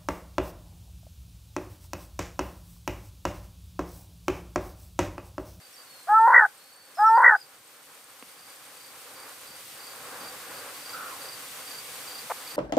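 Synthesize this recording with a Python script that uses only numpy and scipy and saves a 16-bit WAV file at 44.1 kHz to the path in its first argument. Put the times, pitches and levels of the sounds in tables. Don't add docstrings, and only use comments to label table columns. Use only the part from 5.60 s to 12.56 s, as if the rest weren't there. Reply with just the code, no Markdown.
import sys
import numpy as np
from scipy import signal
from scipy.fft import rfft, irfft
from scipy.io import wavfile
from scipy.ndimage import map_coordinates

SR = 44100
rng = np.random.default_rng(int(sys.argv[2]) if len(sys.argv) > 2 else 0)


def digitize_waveform(pressure):
    field = np.atleast_2d(pressure).T
    bounded = np.clip(field, -1, 1)
    quanta = np.round(bounded * 32767).astype(np.int16)
    wavfile.write(sys.argv[1], SR, quanta)


N = 306936
T = np.arange(N) / SR

# delay_s [s], level_db [dB]
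CALL_REPEATS = [(0, 0), (.9, -.3)]
# time_s [s], pitch_hz [Hz]
CALL_PITCH = [(.467, 300), (.492, 409), (.56, 442), (.635, 449.1), (.685, 479), (.768, 489), (.81, 448.7),
              (.868, 386)]
# time_s [s], level_db [dB]
CALL_EFFORT = [(0.465, -49.5), (.495, -20.5), (.525, -15.5), (.575, -13.5), (.598, -15.5), (.655, -14.5),
               (0.731, -17), (0.768, -6), (.80, -14.5), (.836, -17.5), (.86, -28.5), (.872, -47)]
# time_s [s], strain [0-1], roughness [0-1]
VOICE_BREAK = [(.467, 0.3, 0.54), (.497, 0.15, 0.06), (.645, 0, 0.01), (.724, 0.04, 0.3), (.745, 0.71, 0.6),
               (.768, .97, 0), (.80, 0.7, 0.27), (.835, 0.49, 0.2), (.87, 0.54, 0.7)]
# relaxed_db [dB], strained_db [dB]
VOICE_HARMONICS = [(-29, -34.5), (0, -20), (-13.5, -18), (-21, 1.5)]
BLOOM_S, BLOOM_HALF_S, BLOOM_DB = 0.5664, 0.025, 19
RATTLE_S, CATCH_GAP_S, CATCH_GAP_RATIO, FIRST_DEPTH, LAST_DEPTH = 0.676, 0.0225, 0.93, 2.62, 0.8
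SECOND_START_S, SECOND_END_S, SECOND_HZ, SECOND_SAG_HZ_PER_S, SECOND_DB = 0.727, 0.864, 1534, 550, -20
CLUCK_S, CLUCK_LENGTH_S = 6.696, 0.025
TICK_S = 2.6258
# mode_hz [Hz], level_db [dB], t60_s [s to fall by 60 dB]
TICK_RINGS = [(280, -43, .035), (520, -41, .018), (1150, -32, .005), (2300, -28, .002)]
# start_s [s], length_s [s], first_hz, middle_hz, last_hz [Hz],
# level_db [dB], roughness [about 0-1]
BIRD_NOTES = [(0.013, 0.063, 4700, 4700, 4650, -55.5, 0.95), (0.132, 0.025, 5740, 5500, 5500, -55.5, .5),
              (0.163, 0.068, 4750, 4700, 4650, -54.5, 1.1), (0.253, .2, 4480, 4310, 4100, -55.5, 0.4),
              (0.981, 0.36, 4250, 4480, 4420, -60, .4), (1.351, 0.089, 5450, 5076, 5000, -50.5, 0.69),
              (1.46, .058, 5750, 5390, 5580, -47, .4), (1.547, 0.036, 4800, 4700, 4650, -51, 0.94),
              (1.755, 0.088, 4720, 5000, 4520, -52, 0.72)]
TRILL_PER_S = 54
CRY_S, CRY_LENGTH_S, CRY_HZ, CRY_FALL_HZ, CRY_DB = 5.325, 0.27, 1383, 690, -41
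# first_stroke_s [s, middle of the stroke], strokes [count]
CRICKET_CHIRPS = [(2.796, 4), (3.176, 4), (3.561, 3), (3.879, 3), (4.205, 4), (4.612, 3), (4.949, 2),
                  (5.225, 4), (5.621, 4), (6.078, 4), (6.481, 4), (6.878, 3)]
CRICKET_HZ, STROKE_PERIOD_S = 4690, 0.0365
# middle_s [s], half_width_s [s], level_db [dB], low_part_db [dB]
RUSTLE_SWELLS = [(3.62, 0.048, -47, -74), (4.56, 0.15, -46.5, -62), (5.0, 0.12, -43.5, -61.5),
                 (5.5, 0.15, -47.5, -65.5)]
# [dB, taken relative to YARD_REFERENCE_DB]
YARD_SWELL = [(0.0, -57.5), (0.41, -55.5), (1.26, -59.5), (1.43, -54.5), (1.76, -59), (4.44, -48.5),
              (6.43, -45.5), (6.96, -46.5)]
YARD_REFERENCE_DB = -52
# frequency_hz [Hz], level_db [dB]
RUMBLE_SPECTRUM = [(18, -60), (30, -27.5), (108, -6), (140, -5), (216, -7), (274, -6), (336, -7),
                   (400, -8.5), (520, -45.5), (880, -120)]
# frequency_hz [Hz], level_db [dB]
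FAR_SPECTRUM = [(200, -37.5), (275, -2), (350, -9.5), (440, -2), (510, 3), (670, -5), (790, 2), (890, -3),
                (1080, 2), (1330, 0.5), (1620, 0), (2100, -8), (2700, -11.5), (4500, -53)]
# frequency_hz [Hz], level_db [dB]
AIR_SPECTRUM = [(1180, -27), (2000, -4), (4040, -5.5), (4320, -6), (4630, -3), (4880, -6.5), (5000, -8),
                (5180, -7), (6990, -8), (8580, -5), (10400, -7.5), (14100, -8), (15500, -14.5)]
# frequency_hz [Hz], likeness [0-1]
EAR_LIKENESS = [(60, 0.82), (130, 1.0), (290, 1), (640, 0.96), (1410, 0.69), (3100, 0.22), (6820, 0.44),
                (15000, 0.37)]
PEN_T60_S = 0.17
CUTOFF_HZ = 15400


def from_db(db):
    return 10 ** (np.asarray(db) / 20)


def rms_one(x):
    return x / np.sqrt(np.mean(x ** 2) + 1e-20)


def in_time(rows):
    times, *columns = np.transpose(rows)
    return [np.interp(T, times, column) for column in columns]


def gate(start, end, edge=0.0074):
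    opening = np.clip((T - start) / edge, 0, 1)
    closing = np.clip((end - T) / edge, 0, 1)
    return opening * closing


def bump(offset, width):
    return np.exp(-0.5 * np.minimum((offset / width) ** 2, 60))


def arch(start, length):
    progress = np.clip((T - start) / length, 0, 1)
    return progress, np.sqrt(4 * progress * (1 - progress))


def band(x, low_hz, high_hz, order=2):
    edges_hz = [low_hz, min(high_hz, SR * 0.49)]
    sos = signal.butter(order, edges_hz, "band", fs=SR, output="sos")
    return signal.sosfilt(sos, x + 1e-18)


def noise_band(low_hz, high_hz, order=2):
    return rms_one(band(rng.standard_normal(N), low_hz, high_hz, order))


def drift(rate):
    points = rng.standard_normal(int(2 * rate * N / SR) + 4)
    coarse = map_coordinates(points, [2 * rate * T[::8]], order=3)
    return rms_one(coarse)[np.arange(N) // 8]


def phase_of(hz):
    return 2 * np.pi * np.cumsum(hz) / SR


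def partial(phase, rough, rasp_rate):
    rough = np.clip(rough, 0, 1)
    shake = (drift(rasp_rate) + 1j * drift(rasp_rate)) / np.sqrt(2)
    phasor = np.sqrt(1 - rough ** 2) + rough * shake
    return np.sqrt(2) * np.real(phasor * np.exp(1j * phase))


def stereo_noise(spectrum):
    log_hz = np.log(np.arange(N // 2 + 1) * SR / N + 1)

    def over_log_hz(rows):
        hz, values = np.transpose(rows)
        return np.interp(log_hz, np.log(hz), values)

    alike = np.clip(over_log_hz(EAR_LIKENESS), 0, 1)
    mid, side = rfft(rng.standard_normal((2, N)))
    ears = np.sqrt(1 + alike) * mid + np.sqrt(1 - alike) * side * [[1], [-1]]
    return rms_one(irfft(from_db(over_log_hz(spectrum)) * ears, N))


def quail(rebound=0.51, jitter=0.012, rasp_rate=110, second_rough=0.9, rasp_air=0.92, catch_air=0.14,
          rumble_db=-56):
    (pitch_hz,), (level_db,) = in_time(CALL_PITCH), in_time(CALL_EFFORT)
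    strain, rough = in_time(VOICE_BREAK)
    loudness = from_db(level_db)

    phase = phase_of(pitch_hz * (1 + jitter * rough * drift(60)))
    shares = harmonic_shares(strain)
    voice = loudness * sum(share * partial(k * phase, rough, rasp_rate) for k, share in enumerate(shares, 1))

    second_hz = SECOND_HZ - SECOND_SAG_HZ_PER_S * np.clip(T - SECOND_START_S, 0, 1)
    second = partial(phase_of(second_hz), second_rough, rasp_rate=90)
    voice += from_db(SECOND_DB) * second * gate(SECOND_START_S, SECOND_END_S)

    catch, surge = rattle()
    voice *= 1 - catch + rebound * surge

    voice += loudness * (0.01 + rasp_air * rough) * noise_band(850, 1800, order=3)
    voice += loudness * catch_air * catch * noise_band(480, 1400, order=3)

    voice = np.clip(voice, -0.72, 0.72)
    sounding = gate(CALL_EFFORT[0][0], CALL_EFFORT[-1][0])
    voice = band(voice * sounding, 448, 1986, order=10)

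    voice += from_db(rumble_db) * loudness * sounding * noise_band(30, 300, order=1)
    return sum(from_db(db) * np.interp(T - delay, T, voice) for delay, db in CALL_REPEATS)


def harmonic_shares(strain):
    bloom_db = BLOOM_DB / (1 + ((T - BLOOM_S) / BLOOM_HALF_S) ** 6)
    gains = []
    for k, (relaxed_db, strained_db) in enumerate(VOICE_HARMONICS, 1):
        share_db = relaxed_db + strain * (strained_db - relaxed_db)
        gains.append(from_db(share_db + bloom_db * (k == 3)))
    return np.array(gains) / np.sqrt(np.sum(np.square(gains), axis=0))


def rattle(catch_s=0.0021, rebound_s=0.0046, surge_s=0.0031, count=9):
    gaps = CATCH_GAP_S * CATCH_GAP_RATIO ** np.arange(count)
    times = RATTLE_S + np.cumsum(gaps) - gaps
    catches = list(zip(times, np.linspace(FIRST_DEPTH, LAST_DEPTH, count)))
    catch = sum(depth * bump(T - s, catch_s) for s, depth in catches)
    surge = sum(depth / 2 * bump(T - s - rebound_s, surge_s) for s, depth in catches)
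    return catch, surge


def cluck(pitch_hz=545, cluck_db=-25.0, rough=0.94, air=1.0):
    phase = phase_of(np.full(N, pitch_hz))
    harmonics_db = [10, 0.5, -16, -10]
    voice = rms_one(sum(from_db(db) * partial(k * phase, rough, rasp_rate=220)
                        for k, db in enumerate(harmonics_db, 1)))
    voice += air * noise_band(600, 1330)
    swell = np.clip((T - CLUCK_S) / CLUCK_LENGTH_S, 0, 1) ** 0.53
    swell = swell * gate(CLUCK_S, CLUCK_S + CLUCK_LENGTH_S, edge=0.00064)
    return from_db(cluck_db) * band(voice * swell, 687, 2700, order=3)


def tick():
    t = np.maximum(T - TICK_S, 0)
    rings = sum(from_db(db - 60 * np.minimum(t / t60, 3)) * np.sin(2 * np.pi * hz * t)
                for hz, db, t60 in TICK_RINGS)
    return band(rings, 220, 4100, order=4)


def small_birds():
    hz, gain, blur = np.zeros((3, N))
    for start, length, first, middle, last, db, rough in BIRD_NOTES:
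        progress, envelope = arch(start, length)
        on = envelope > 0
        bend = np.polyfit([0, 0.5, 1], [first, middle, last], 2)
        hz[on] = np.polyval(bend, progress[on])
        blur[on] = rough
        gain += from_db(db) * envelope
    trill = 1 + blur ** 2 * np.cos(2 * np.pi * TRILL_PER_S * T)
    return gain * trill * partial(phase_of(hz), blur, rasp_rate=120)


def far_call(rough=0.99, droop_power=3.2, fade_db=13, attack_s=0.018):
    droop = np.clip((T - CRY_S) / CRY_LENGTH_S, 0, 1) ** droop_power
    envelope = from_db(CRY_DB - fade_db * droop) * gate(CRY_S, CRY_S + CRY_LENGTH_S, edge=attack_s)
    return envelope * partial(phase_of(CRY_HZ - CRY_FALL_HZ * droop), rough, rasp_rate=180)


def cricket(swell_db, chirp_db=-50, follows=1.4, stroke_share=0.16, sag_hz=500, rough=0.57):
    hz, gain = np.full(N, float(CRICKET_HZ)), np.zeros(N)
    for start, strokes in CRICKET_CHIRPS:
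        for k in range(strokes):
            s = start + k * STROKE_PERIOD_S
            near = slice(int((s - STROKE_PERIOD_S / 2) * SR), int((s + STROKE_PERIOD_S / 2) * SR))
            turn = (T[near] - s) / STROKE_PERIOD_S
            hz[near] = CRICKET_HZ - sag_hz * turn
            gain[near] = from_db(-2.2 * (k == 0)) * bump(turn, stroke_share)
    return from_db(chirp_db + follows * swell_db) * gain * partial(phase_of(hz), rough, rasp_rate=260)


def insect_chorus(swell_db, buzz_db=-50.5, stroke_width=0.024, chorus_db=-70.0, shrill_db=-67.5):
    cycle = (T * 10.945) % 1
    strokes = sum(bump(cycle - at, stroke_width) for at in (0.42, 0.74))
    buzz = noise_band(8240, 9040) * strokes * from_db(buzz_db + 0.5 * swell_db)
    crickets = from_db(chorus_db) * noise_band(4520, 4900)
    shrill = from_db(shrill_db) * noise_band(13700, 14150)
    return buzz + from_db(swell_db) * (crickets + shrill)


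def rustles(uneven_db=2):
    middle = sum(from_db(db) * bump(T - s, width) for s, width, db, _ in RUSTLE_SWELLS)
    low = sum(from_db(db) * bump(T - s, width) for s, width, _, db in RUSTLE_SWELLS)
    noise = middle * stereo_noise(FAR_SPECTRUM) + low * stereo_noise(RUMBLE_SPECTRUM)
    return from_db(uneven_db * drift(16)) * noise


def hush(swell_db, low_db=-68, far_db=-53.0, air_db=-48, low_follows=0.9, far_follows=0.86,
         flutter_db=1.5, air_flutter_db=0.57):
    rumble_gain = from_db(low_db + low_follows * swell_db + flutter_db * drift(16))
    far_gain = from_db(far_db + far_follows * swell_db + flutter_db * drift(10))
    air_gain = from_db(air_db + swell_db + air_flutter_db * drift(10))
    rumble = rumble_gain * stereo_noise(RUMBLE_SPECTRUM)
    far = far_gain * stereo_noise(FAR_SPECTRUM)
    return rumble + far + air_gain * stereo_noise(AIR_SPECTRUM)


def pen(x, wet_db):
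    t = T[:SR // 3]
    tail = rng.standard_normal((2, len(t))) * from_db(-60 * t / PEN_T60_S) * (t > 0.003)
    tail /= np.sqrt(np.sum(tail ** 2, axis=1, keepdims=True))
    return from_db(wet_db) * signal.fftconvolve(x[None], tail, axes=1)[:, :N]


def scene(lean_db=-21):
    swell_db = in_time(YARD_SWELL)[0] - YARD_REFERENCE_DB
    near = quail() + cluck() + tick()
    yard = small_birds() + far_call() + cricket(swell_db) + insect_chorus(swell_db)
    lean = from_db(lean_db) * band(near, 1150, 1450) * [[-1], [1]]
    near = near + lean + pen(near, wet_db=-23)
    yard = yard * from_db([[-2], [0]]) + pen(yard, wet_db=-5.5)
    return near + yard + hush(swell_db) + rustles()


def record(dry):
    sos = signal.ellip(8, 0.05, 70, CUTOFF_HZ, fs=SR, output="sos")
    return signal.sosfiltfilt(sos, dry)


dry = scene()
out = record(dry)
digitize_waveform(out)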